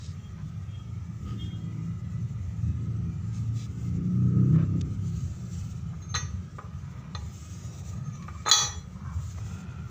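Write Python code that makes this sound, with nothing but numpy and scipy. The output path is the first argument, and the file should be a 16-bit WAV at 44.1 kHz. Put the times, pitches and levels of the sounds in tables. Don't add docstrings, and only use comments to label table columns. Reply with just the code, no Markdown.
import sys
import numpy as np
from scipy import signal
from scipy.fft import rfft, irfft, next_fast_len
from scipy.io import wavfile
from scipy.ndimage import uniform_filter1d

SR = 44100
rng = np.random.default_rng(int(sys.argv[2]) if len(sys.argv) > 2 else 0)


def log_audio(samples):
    frames = np.atleast_2d(samples).T
    limited = np.clip(frames, -1, 1)
    pcm = np.round(limited * 32767).astype(np.int16)
    wavfile.write(sys.argv[1], SR, pcm)


N = 436590
T = np.arange(N) / SR


def amp(db):
    return 10 ** (np.asarray(db) / 20)


def unit(x):
    return x / np.sqrt(np.mean(x ** 2) + 1e-20)


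def read(points, hz):
    f, value = np.transpose(points)
    return np.interp(np.log(hz + 1), np.log(f + 1), value)


def curve(points):
    return np.interp(T, *np.transpose(points))


def add(mix, start_s, sound):
    start = round(start_s * SR)
    sound = sound[max(-start, 0):]
    part = mix[max(start, 0):][:len(sound)]
    part += sound[:len(part)]


def colour(x, shape_db):
    length = next_fast_len(len(x))
    hz = np.fft.rfftfreq(length, 1 / SR) + 1
    return irfft(rfft(x, length) * amp(shape_db(hz)), length)[:len(x)]


def noise(shape_db, size=N):
    return unit(colour(rng.standard_normal(size), shape_db))


def drift(per_s):
    knots_s = np.arange(0, N / SR + 1, 1 / per_s)
    return unit(np.interp(T, knots_s, rng.standard_normal(len(knots_s))))


def swell(start_s, length_s, rise_s, fall_s):
    ramp = np.minimum((T - start_s) / rise_s, (start_s + length_s - T) / fall_s)
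    return np.sin(np.pi / 2 * np.clip(ramp, 0, 1))


def patchy(x, depth_db):
    frames = signal.stft(x, nperseg=2048, noverlap=1536)[2]
    patches = uniform_filter1d(rng.standard_normal(frames.shape), size=4, axis=0)
    patches = unit(uniform_filter1d(patches, size=14, axis=1))
    return unit(signal.istft(frames * amp(depth_db * patches), nperseg=2048, noverlap=1536)[1][:N])


def grains(per_s, spread_db, size):
    strength = amp(spread_db * np.minimum(rng.exponential(1, size), 3)) * rng.choice([-1, 1], size)
    return unit(strength * (rng.random(size) < per_s / SR))


# f/Hz, relative density/dB
RUMBLE_SPECTRUM = [(12, -51.5), (20, -29), (37, -16.5), (46, -47), (62, -2.5), (91, 5), (177, -4),
                   (205, -10.5), (236, -18.5), (281, -25.5), (369, -25), (447, -31.5), (900, -43),
                   (1170, -123), (1980, -120)]
# t/s, level/dB
RUMBLE_LEVEL = [(0, -37.5), (5.6, -34.5), (6.3, -37), (9.9, -37)]
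# f/Hz, relative density/dB
HISS_SPECTRUM = [(400, 4), (800, 1), (1170, 1), (1350, 2), (1600, 0.5), (2100, 1.5), (3000, -3.5),
                 (5000, -11), (6100, -3.5), (7300, -30), (9000, -24.5), (13500, -29.5), (15000, -24.5),
                 (16000, -55)]


def background(hiss_db=-61, band_db=-64, band_hz=1258, band_width_hz=55):
    rumble = patchy(noise(lambda hz: read(RUMBLE_SPECTRUM, hz)), depth_db=3.5)
    hiss = patchy(noise(lambda hz: read(HISS_SPECTRUM, hz)), depth_db=3.5)
    band = noise(lambda hz: -10 * np.log10(1 + ((hz - band_hz) / band_width_hz) ** 4))
    return amp(curve(RUMBLE_LEVEL)) * rumble + amp(hiss_db) * hiss + amp(band_db) * band


# t/s, length/s, level/dB, f/Hz
FAR_TONES = [(1.252, 0.12, -53, 1250), (1.6, 0.99, -68.5, 1993), (8.1, 0.39, -63.5, 2320),
             (9.038, 0.13, -55.5, 1090), (9.04, 0.12, -62, 1565), (9.479, 0.48, -59.5, 1380)]


def far_whines(width_hz=45):
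    out = np.zeros(N)
    for start_s, length_s, db, tone_hz in FAR_TONES:
        band = noise(lambda hz: -20 * np.log10(1 + ((hz - tone_hz) / width_hz) ** 2))
        out += amp(db) * swell(start_s, length_s, rise_s=0.012, fall_s=0.088) * band
    return out


# f/Hz, relative level/dB
HORN_PARTIALS = [(2148, -8), (2859, -6), (3246, 6), (3580, -5)]
# t/s, length/s, level/dB
HORN_TOOTS = [(.11, 0.16, -68.5), (0.637, 0.12, -61.5), (1.35, .075, -47)]


def far_horn(rise_s=0.05, echo_t60_s=0.62, blur_per_s=45):
    tone, envelope = np.zeros((2, N))
    for hz, db in HORN_PARTIALS:
        paths = 1 + drift(blur_per_s) + 1j * drift(blur_per_s)
        tone += amp(db) * (paths * np.exp(2j * np.pi * hz * T)).real
    for start_s, length_s, db in HORN_TOOTS:
        attack = np.clip((T - start_s) / rise_s, 0, 1) ** 2
        envelope += attack * amp(db - 60 * np.maximum(T - start_s - length_s, 0) / echo_t60_s)
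    return envelope * unit(tone)


# f/Hz, relative density/dB
CLOTH_SPECTRUM = [(1500, -4), (3000, 1), (5000, 2), (6200, 9.5), (7400, 9), (8800, -10.5), (11000, -21),
                  (13500, -21), (15000, 0), (16000, -26.5)]
# t/s, length/s, level/dB
SLEEVE_SLIDES = [(1.216, 0.28, -65), (3.306, 0.19, -66), (3.522, 0.15, -62.5), (3.685, 0.3, -67),
                 (4.847, 0.99, -62.5), (5.5, 0.12, -60.5), (7.103, 0.897, -58.5), (8.144, 0.71, -65),
                 (9.067, 0.59, -58.5)]


def sleeve(mic_hiss_db=-68, flutter_db=2):
    envelope = amp(mic_hiss_db)
    for start_s, length_s, db in SLEEVE_SLIDES:
        envelope += amp(db) * swell(start_s, length_s, rise_s=0.42 * length_s, fall_s=0.14 * length_s)
    flutter = amp(flutter_db * drift(35))
    return envelope * flutter * patchy(noise(lambda hz: read(CLOTH_SPECTRUM, hz)), depth_db=4)


# t/s, length/s, level/dB, centre f/Hz, width/octaves
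RUBS_AND_TICK = [(-.08, 0.25, -53.5, 4760, 0.59), (0.351, 0.1, -56.5, 990, 0.83),
                 (1.231, 0.16, -54.5, 746, 1.8), (3.305, 0.11, -55.5, 5000, 1.6),
                 (3.533, 0.16, -51, 3660, 1), (4.486, 0.21, -48.5, 800, 1.05),
                 (4.808, 0.012, -40.5, 3530, 0.81), (5.909, 0.06, -55.5, 950, 0.51),
                 (6.651, 0.71, -58, 647, 1.05), (7.35, 1, -59.5, 475, 0.68), (8.847, 0.5, -53, 990, 0.43),
                 (9.045, 0.031, -51, 1126, 0.24), (9.143, 0.93, -55, 770, 1.12),
                 (9.369, 0.028, -48.5, 840, 0.96)]


def rubs_and_tick(top_hz=7500, catch_db=0.5, ripple_db=4, grain_db=-3):
    out = np.zeros(N)
    for start_s, length_s, db, centre_hz, octaves in RUBS_AND_TICK:
        size = int(length_s * SR)
        ripple = np.column_stack([np.linspace(0, SR / 2, 160), ripple_db * rng.standard_normal(160)])
        grainy = rng.standard_normal(size) + amp(grain_db) * grains(250, spread_db=3.5, size=size)

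        def shape_db(hz):
            band_db = -4 * (np.log2(hz / centre_hz) / octaves) ** 2
            return read(ripple, hz) + band_db - 50 * np.log2(np.maximum(hz / top_hz, 1))

        burst = colour(grainy, shape_db) * amp(catch_db * drift(70)[:size])
        add(out, start_s, amp(db) * unit(burst) * np.hanning(size))
    return out


# t/s, length/s, gain/dB, upper-harmonic gain/dB
GAPS = [(0.753, 2.91, 11, 0), (1.145, 0.78, 5.5, 9), (2.605, 0.55, 4, 6.5), (3.609, 1.16, 8, 5),
        (3.922, 1.06, 0, 6.5), (4.691, 0.45, 6.5, 5.5)]


def pass_by(nearest_s=4.466, base_db=-28.5, distance_over_speed_s=0.21, shaded_db=-7.5, edge_s=0.11):
    level_db = base_db - 20 * np.log10(np.hypot(1, (T - nearest_s) / distance_over_speed_s))
    upper_db = shaded_db
    for start_s, length_s, gain_db, upper_gain_db in GAPS:
        gap = swell(start_s, length_s, edge_s, edge_s)
        level_db += gain_db * gap
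        upper_db += upper_gain_db * gap
    return level_db, upper_db


# t/s, firing rate/Hz
FIRING_RATE = [(.8, 28.5), (1.4, 27.7), (2.3, 27.9), (3.6, 28.4), (3.88, 29.1), (4.29, 30.7), (4.72, 33.1),
               (5, 33.6), (6, 26)]
# f/Hz, relative level/dB
EXHAUST_SPECTRUM = [(30, -38.5), (62, -7), (90, 3.5), (170, 2.5), (215, -5.5), (260, -11), (330, -12.5),
                    (430, -24), (560, -35), (750, -44.5), (1150, -29), (1270, -13), (1400, -31),
                    (3000, -74)]
# f/Hz, width/Hz, gain/dB
RESONANCES = [(112, 10, 11), (124.8, 4.5, 15), (161.4, 4, 18), (178, 8, 12), (258, 10, 6)]


def engine(scatter=0.074, jitter=0.0066, uneven_db=2.05, gas_db=-20, smear_rad=0.059, wall_hz=215):
    firing_hz = curve(FIRING_RATE)
    level_db, upper_db = pass_by()
    cycles = np.cumsum(firing_hz * (1 + jitter * drift(24.94))) / SR
    pulses = np.zeros(N)
    for k in range(1, 19):
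        hz = k * firing_hz
        boom = 1 + sum(amp(db) / (1 + 2j * (hz - boom_hz) / width_hz)
                       for boom_hz, width_hz, db in RESONANCES)
        gain = amp(read(EXHAUST_SPECTRUM, hz) + upper_db / (1 + (wall_hz / hz) ** 10))
        paths = 1 + scatter * k * (drift(9) + 1j * drift(9))
        phase = 2 * np.pi * k * cycles + smear_rad * k ** 2 * rng.standard_normal()
        pulses += (gain * boom * paths * np.exp(1j * phase)).real
    puffs = 1.7 + np.exp(-(cycles % 1) / .5)
    gas = colour(rng.standard_normal(N) * puffs, lambda hz: read(EXHAUST_SPECTRUM, hz))
    return amp(level_db + uneven_db * drift(30)) * (unit(pulses) + amp(gas_db + upper_db) * unit(gas))


# f/Hz, t60/s
ROOM_DECAY = [(150, 0.87), (1000, 0.46), (3000, 0.38), (7000, 0.32), (15000, 0.38)]


def room(x, tap_density=.15, onset_s=0.0043):
    t = np.arange(SR * 3 // 4) / SR
    taps = rng.standard_normal(len(t)) * (rng.random(len(t)) < tap_density) * np.minimum(t / onset_s, 1)
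    hz, frame_s, frames = signal.stft(taps, SR, nperseg=256)
    decay = amp(-60 * frame_s / read(ROOM_DECAY, hz)[:, None])
    tail = signal.istft(frames * decay, SR, nperseg=256)[1]
    return signal.fftconvolve(x, tail / np.linalg.norm(tail))[:N]


# t/s, length/s, level/dB
GRIT_SPANS = [(6.615, 0.54, -65.5), (7.176, 0.69, -69), (7.9, 0.59, -62)]


def grit():
    effort = sum(amp(db) * swell(start_s, length_s, rise_s=0.14, fall_s=0.115)
                 for start_s, length_s, db in GRIT_SPANS)
    tick = ring("edge", damping=8, top_hz=2200, chatter_s=.0003)
    cracks = grains(per_s=160, spread_db=5.5, size=N)
    return effort * unit(signal.fftconvolve(cracks, tick)[:N])


# t/s, length/s, level/dB, f/Hz, width/Hz, t60/s
EDGE_DRAGS = [(6.01, 0.026, -54.5, 6440, 64, 0.28), (6.083, 0.027, -45.5, 6340, 14, 0.49),
              (7.89, 0.054, -58, 1235, 43, 0.13), (7.96, .02, -63, 6600, 70, .15),
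              (8.033, 0.076, -59, 6363, 13, .3), (8.052, 0.031, -54.5, 1250, 34, .12),
              (8.128, .02, -57, 5904, 12, 0.36), (8.17, 0.077, -55.5, 1090, 57, 0.17),
              (8.335, 0.034, -52.5, 1107, 76, .1), (8.459, .022, -41.5, 6430, 250, 0.089),
              (8.484, 0.017, -26.5, 6780, 300, 0.011), (8.483, .016, -51, 10050, 250, .03),
              (8.485, .016, -46, 15100, 350, .03), (8.753, .03, -56.5, 7060, 130, 0.09)]


def squeaks(rise_share=0.38):
    out = np.zeros(N)
    t = np.arange(SR // 3) / SR
    for start_s, length_s, db, centre_hz, width_hz, t60_s in EDGE_DRAGS:
        band = noise(lambda hz: -20 * np.log10(1 + ((hz - centre_hz) / width_hz) ** 4), len(t))
        levelled = unit(band / np.sqrt(abs(signal.hilbert(band)) ** 2 + 1))
        attack = np.minimum(t / (rise_share * length_s), 1)
        decay = amp(-60 * np.maximum(t - length_s, 0) / t60_s)
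        add(out, start_s, amp(db) * levelled * attack * decay)
    return out


# f/Hz, relative level/dB, t60/s
TILE_MODES = [(434, -3.5, 0.05), (504, -3.5, 0.064), (600, -1, 0.041), (728, -3, 0.033),
              (825.5, -5.5, 0.11), (1012, 1.5, .05), (1123, -14, 0.059)]


def thud(detune=.02, rise_s=0.0014):
    hz, db, t60_s = np.transpose(TILE_MODES)[:, :, None]
    t = np.arange(SR // 6) / SR
    spot_hz = hz * (1 + detune * rng.standard_normal(hz.shape))
    modes = amp(db - 60 * t / t60_s) * np.sin(2 * np.pi * spot_hz * t)
    return modes.sum(0) * (1 - np.exp(-t / rise_s))


# f/Hz, relative density/dB
CLACK_SPECTRUM = [(60, -63), (250, -31), (400, -15), (650, -12), (830, -10), (1000, -15), (1230, 7),
                  (1500, -6), (1900, -1), (2900, -2.5), (4100, -6), (5200, -5.5), (6800, 0.5), (8300, -18),
                  (12000, -46), (15200, -34)]


def clack(contact, top_hz, chatter_s, rise_s=0.00012, mode_db=8, mode_width_hz=40):
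    t = np.arange(SR // 10) / SR
    modes_hz = np.transpose(STEEL_MODES)[0][:, None]

    def shape_db(hz):
        offset_hz = abs(hz - modes_hz).min(0)
        return read(CLACK_SPECTRUM, hz) + mode_db / (1 + (offset_hz / mode_width_hz) ** 2)

    decay_s = 0.005 if contact == "free" else 0.0099
    envelope = np.minimum(t / rise_s, 1) * np.exp(-np.maximum(t - chatter_s, 0) / decay_s)
    lowpass = signal.butter(3, top_hz, fs=SR, output="sos")
    return signal.sosfilt(lowpass, noise(shape_db, len(t)) * envelope)


# f/Hz, t60/s at damping 1, free level/dB, held-corner level/dB, held-edge level/dB
STEEL_MODES = [(490, .3, -42, -33, -24), (830, .27, -25, -31, -11), (921, .3, -22, -36, -19),
               (1120, .3, -19, -36, -15), (1205, .3, -18, -28, -9), (1266, .33, -13, -20, -3),
               (1480, .3, -32, -19, -21), (1680, .34, -30, -16, -16), (1793, .34, -25, -22, -17),
               (1925, .34, -24, -12, -11), (2300, .25, -31, -22, -21), (2486, .33, -22, -22, -14),
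               (3363, .25, 1.5, -31, -26), (3585, .27, -17, -9, -3.5), (3896, .24, -7.5, -32, -13),
               (4052, .18, -9, -14, 3.5), (4083, .185, .5, -24, -6), (4160, .1, -14, -30, -9),
               (4440, .55, -44, -26, -19), (4539, .26, -7, -34, -24), (5421, .36, -29, -21, -22),
               (5904, .345, -4.5, -9, -19), (6283, .28, -15, -33, -28), (6363, .27, -5, 1, -15),
               (6668, .25, -15, -35, -32), (6761, .24, -6, -32, -28), (6812, .24, -13, -36, -32),
               (6930, .21, -16, -40, -34), (8050, .3, -39, -42, -26), (8280, .3, -33, -35, -25),
               (9680, .18, -36, -47, -40), (10020, .23, -33, -46, -42), (10400, .22, -37, -43, -44),
               (11262, .15, -28, -37, -42), (13030, .19, -34, -45, -42), (14783, .18, -20.5, -30, -38),
               (15300, .19, -27, -29, -30)]
# f/Hz, beat/Hz, relative amplitude
FLANGE_TWINS = [(1266, 17, .5), (3363, 12.2, .25), (4083, 10.5, .55), (4539, 8.3, .65), (6761, 14, .5),
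                (6930, 19, .5), (10020, 9, .5), (13030, 21, .6)]


def ring(contact, damping, top_hz, chatter_s, hand_detune=0.00034):
    hz, t60_s, free_db, corner_db, edge_db = np.transpose(STEEL_MODES)[:, :, None]
    t = np.arange(int(SR * .6 / max(damping, 1))) / SR
    strike_db = {"free": free_db, "corner": corner_db, "edge": edge_db}[contact]
    softness_db = -10 * np.log10(1 + (hz / top_hz) ** 6)
    decay_db = -60 * t * damping / t60_s
    held = contact != "free"
    cycles = hz * (1 - hand_detune * held) * t + rng.random(hz.shape)
    modes = np.sin(2 * np.pi * cycles)
    if not held:
        for twin_hz, beat_hz, strength in FLANGE_TWINS:
            k = np.argmin(abs(hz - twin_hz))
            modes[k] += strength * np.sin(2 * np.pi * (cycles[k] + beat_hz * t))
    return (amp(strike_db + softness_db + decay_db) * modes).sum(0) * (1 - np.exp(-t / chatter_s))


# t/s, contact (edge, corner, free), ring gain/dB, decay-rate factor,
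# clack gain/dB, thud gain/dB, cutoff f/Hz, chatter/s
CONTACTS = [(6.018, "edge", -57, 1.3, -63, -70, 16000, .008),
            (6.0905, "edge", -65, 1.3, -66, -73, 16000, .002),
            (6.1417, "edge", -28, 3.6, -46, -43, 6130, .0008),
            (6.149, "edge", -29.5, 2, -31.5, -41, 5500, .00065),
            (6.1503, "corner", -26.5, 1.04, -39, -64, 16000, .002),
            (6.158, "corner", -21.5, 3.5, -30, -56, 3550, .0045),
            (6.5841, "edge", -35, 5.6, -29.5, -38, 1320, .002),
            (7.1494, "edge", -32.5, 5.5, -40, -38.5, 4850, .0003),
            (7.1505, "corner", -49, 1.3, -59, -72, 15800, .002),
            (7.976, "edge", -66, 3.9, -66, -62, 7000, .001),
            (8.134, "corner", -64, 1.4, -67, -68, 16000, .001),
            (8.153, "edge", -63, 2.9, -55, -68, 16000, .001),
            (8.2232, "edge", -62, 2.7, -50, -66, 7000, .001),
            (8.2806, "edge", -37.5, 3.2, -30, -72, 1510, 0.00065),
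            (8.453, "edge", -42, 1, -47, -44.5, 4000, .005),
            (8.461, "edge", -24, 3.6, -26.5, -30, 1900, .0008),
            (8.464, "edge", -32.5, 1.2, -46, -46, 9000, .004),
            (8.480, "edge", -16.5, 6.6, -21.5, -29, 1700, .001),
            (8.4865, "edge", -27, 7.7, -32, -37, 7040, .0007),
            (8.497, "edge", -22, 9, -38, -57, 7000, .001),
            (8.5135, "free", -4.5, 0.97, -3, -37, 17900, .0003),
            (8.5281, "edge", -11, 6.1, -17, -23.5, 2520, .0008),
            (8.5331, "edge", -13, 4.1, -27, -34, 7060, .0006)]


def bracket(ring_room_db=-17, clack_room_db=-6):
    rings, clacks = np.zeros((2, N))
    for start_s, contact, ring_db, damping, clack_db, thud_db, top_hz, chatter_s in CONTACTS:
        add(rings, start_s, amp(ring_db) * ring(contact, damping, top_hz, chatter_s))
        add(clacks, start_s, amp(clack_db) * clack(contact, top_hz, chatter_s))
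        add(clacks, start_s, amp(thud_db) * thud())
    rings += squeaks()
    clacks += grit()
    return rings + clacks + room(amp(ring_room_db) * rings + amp(clack_room_db) * clacks)


def scene():
    mix = bracket() + engine() + background() + sleeve() + rubs_and_tick() + far_horn() + far_whines()
    return mix[None]


def record(dry, threshold_db=-16, duck_share=0.8, recover_db_per_s=160, cutoff_hz=15600):
    power_db = 10 * np.log10(abs(uniform_filter1d(dry[0] ** 2, size=200)) + 1e-12)
    release_db = T * recover_db_per_s
    peak_db = np.maximum.accumulate(power_db + release_db) - release_db
    ducked = dry * amp(-duck_share * np.maximum(peak_db - threshold_db, 0))
    lowpass = signal.firwin(511, cutoff_hz, window=("kaiser", 9), fs=SR)
    return signal.oaconvolve(ducked, lowpass[None], "same")


dry = scene()
out = record(dry)
log_audio(out)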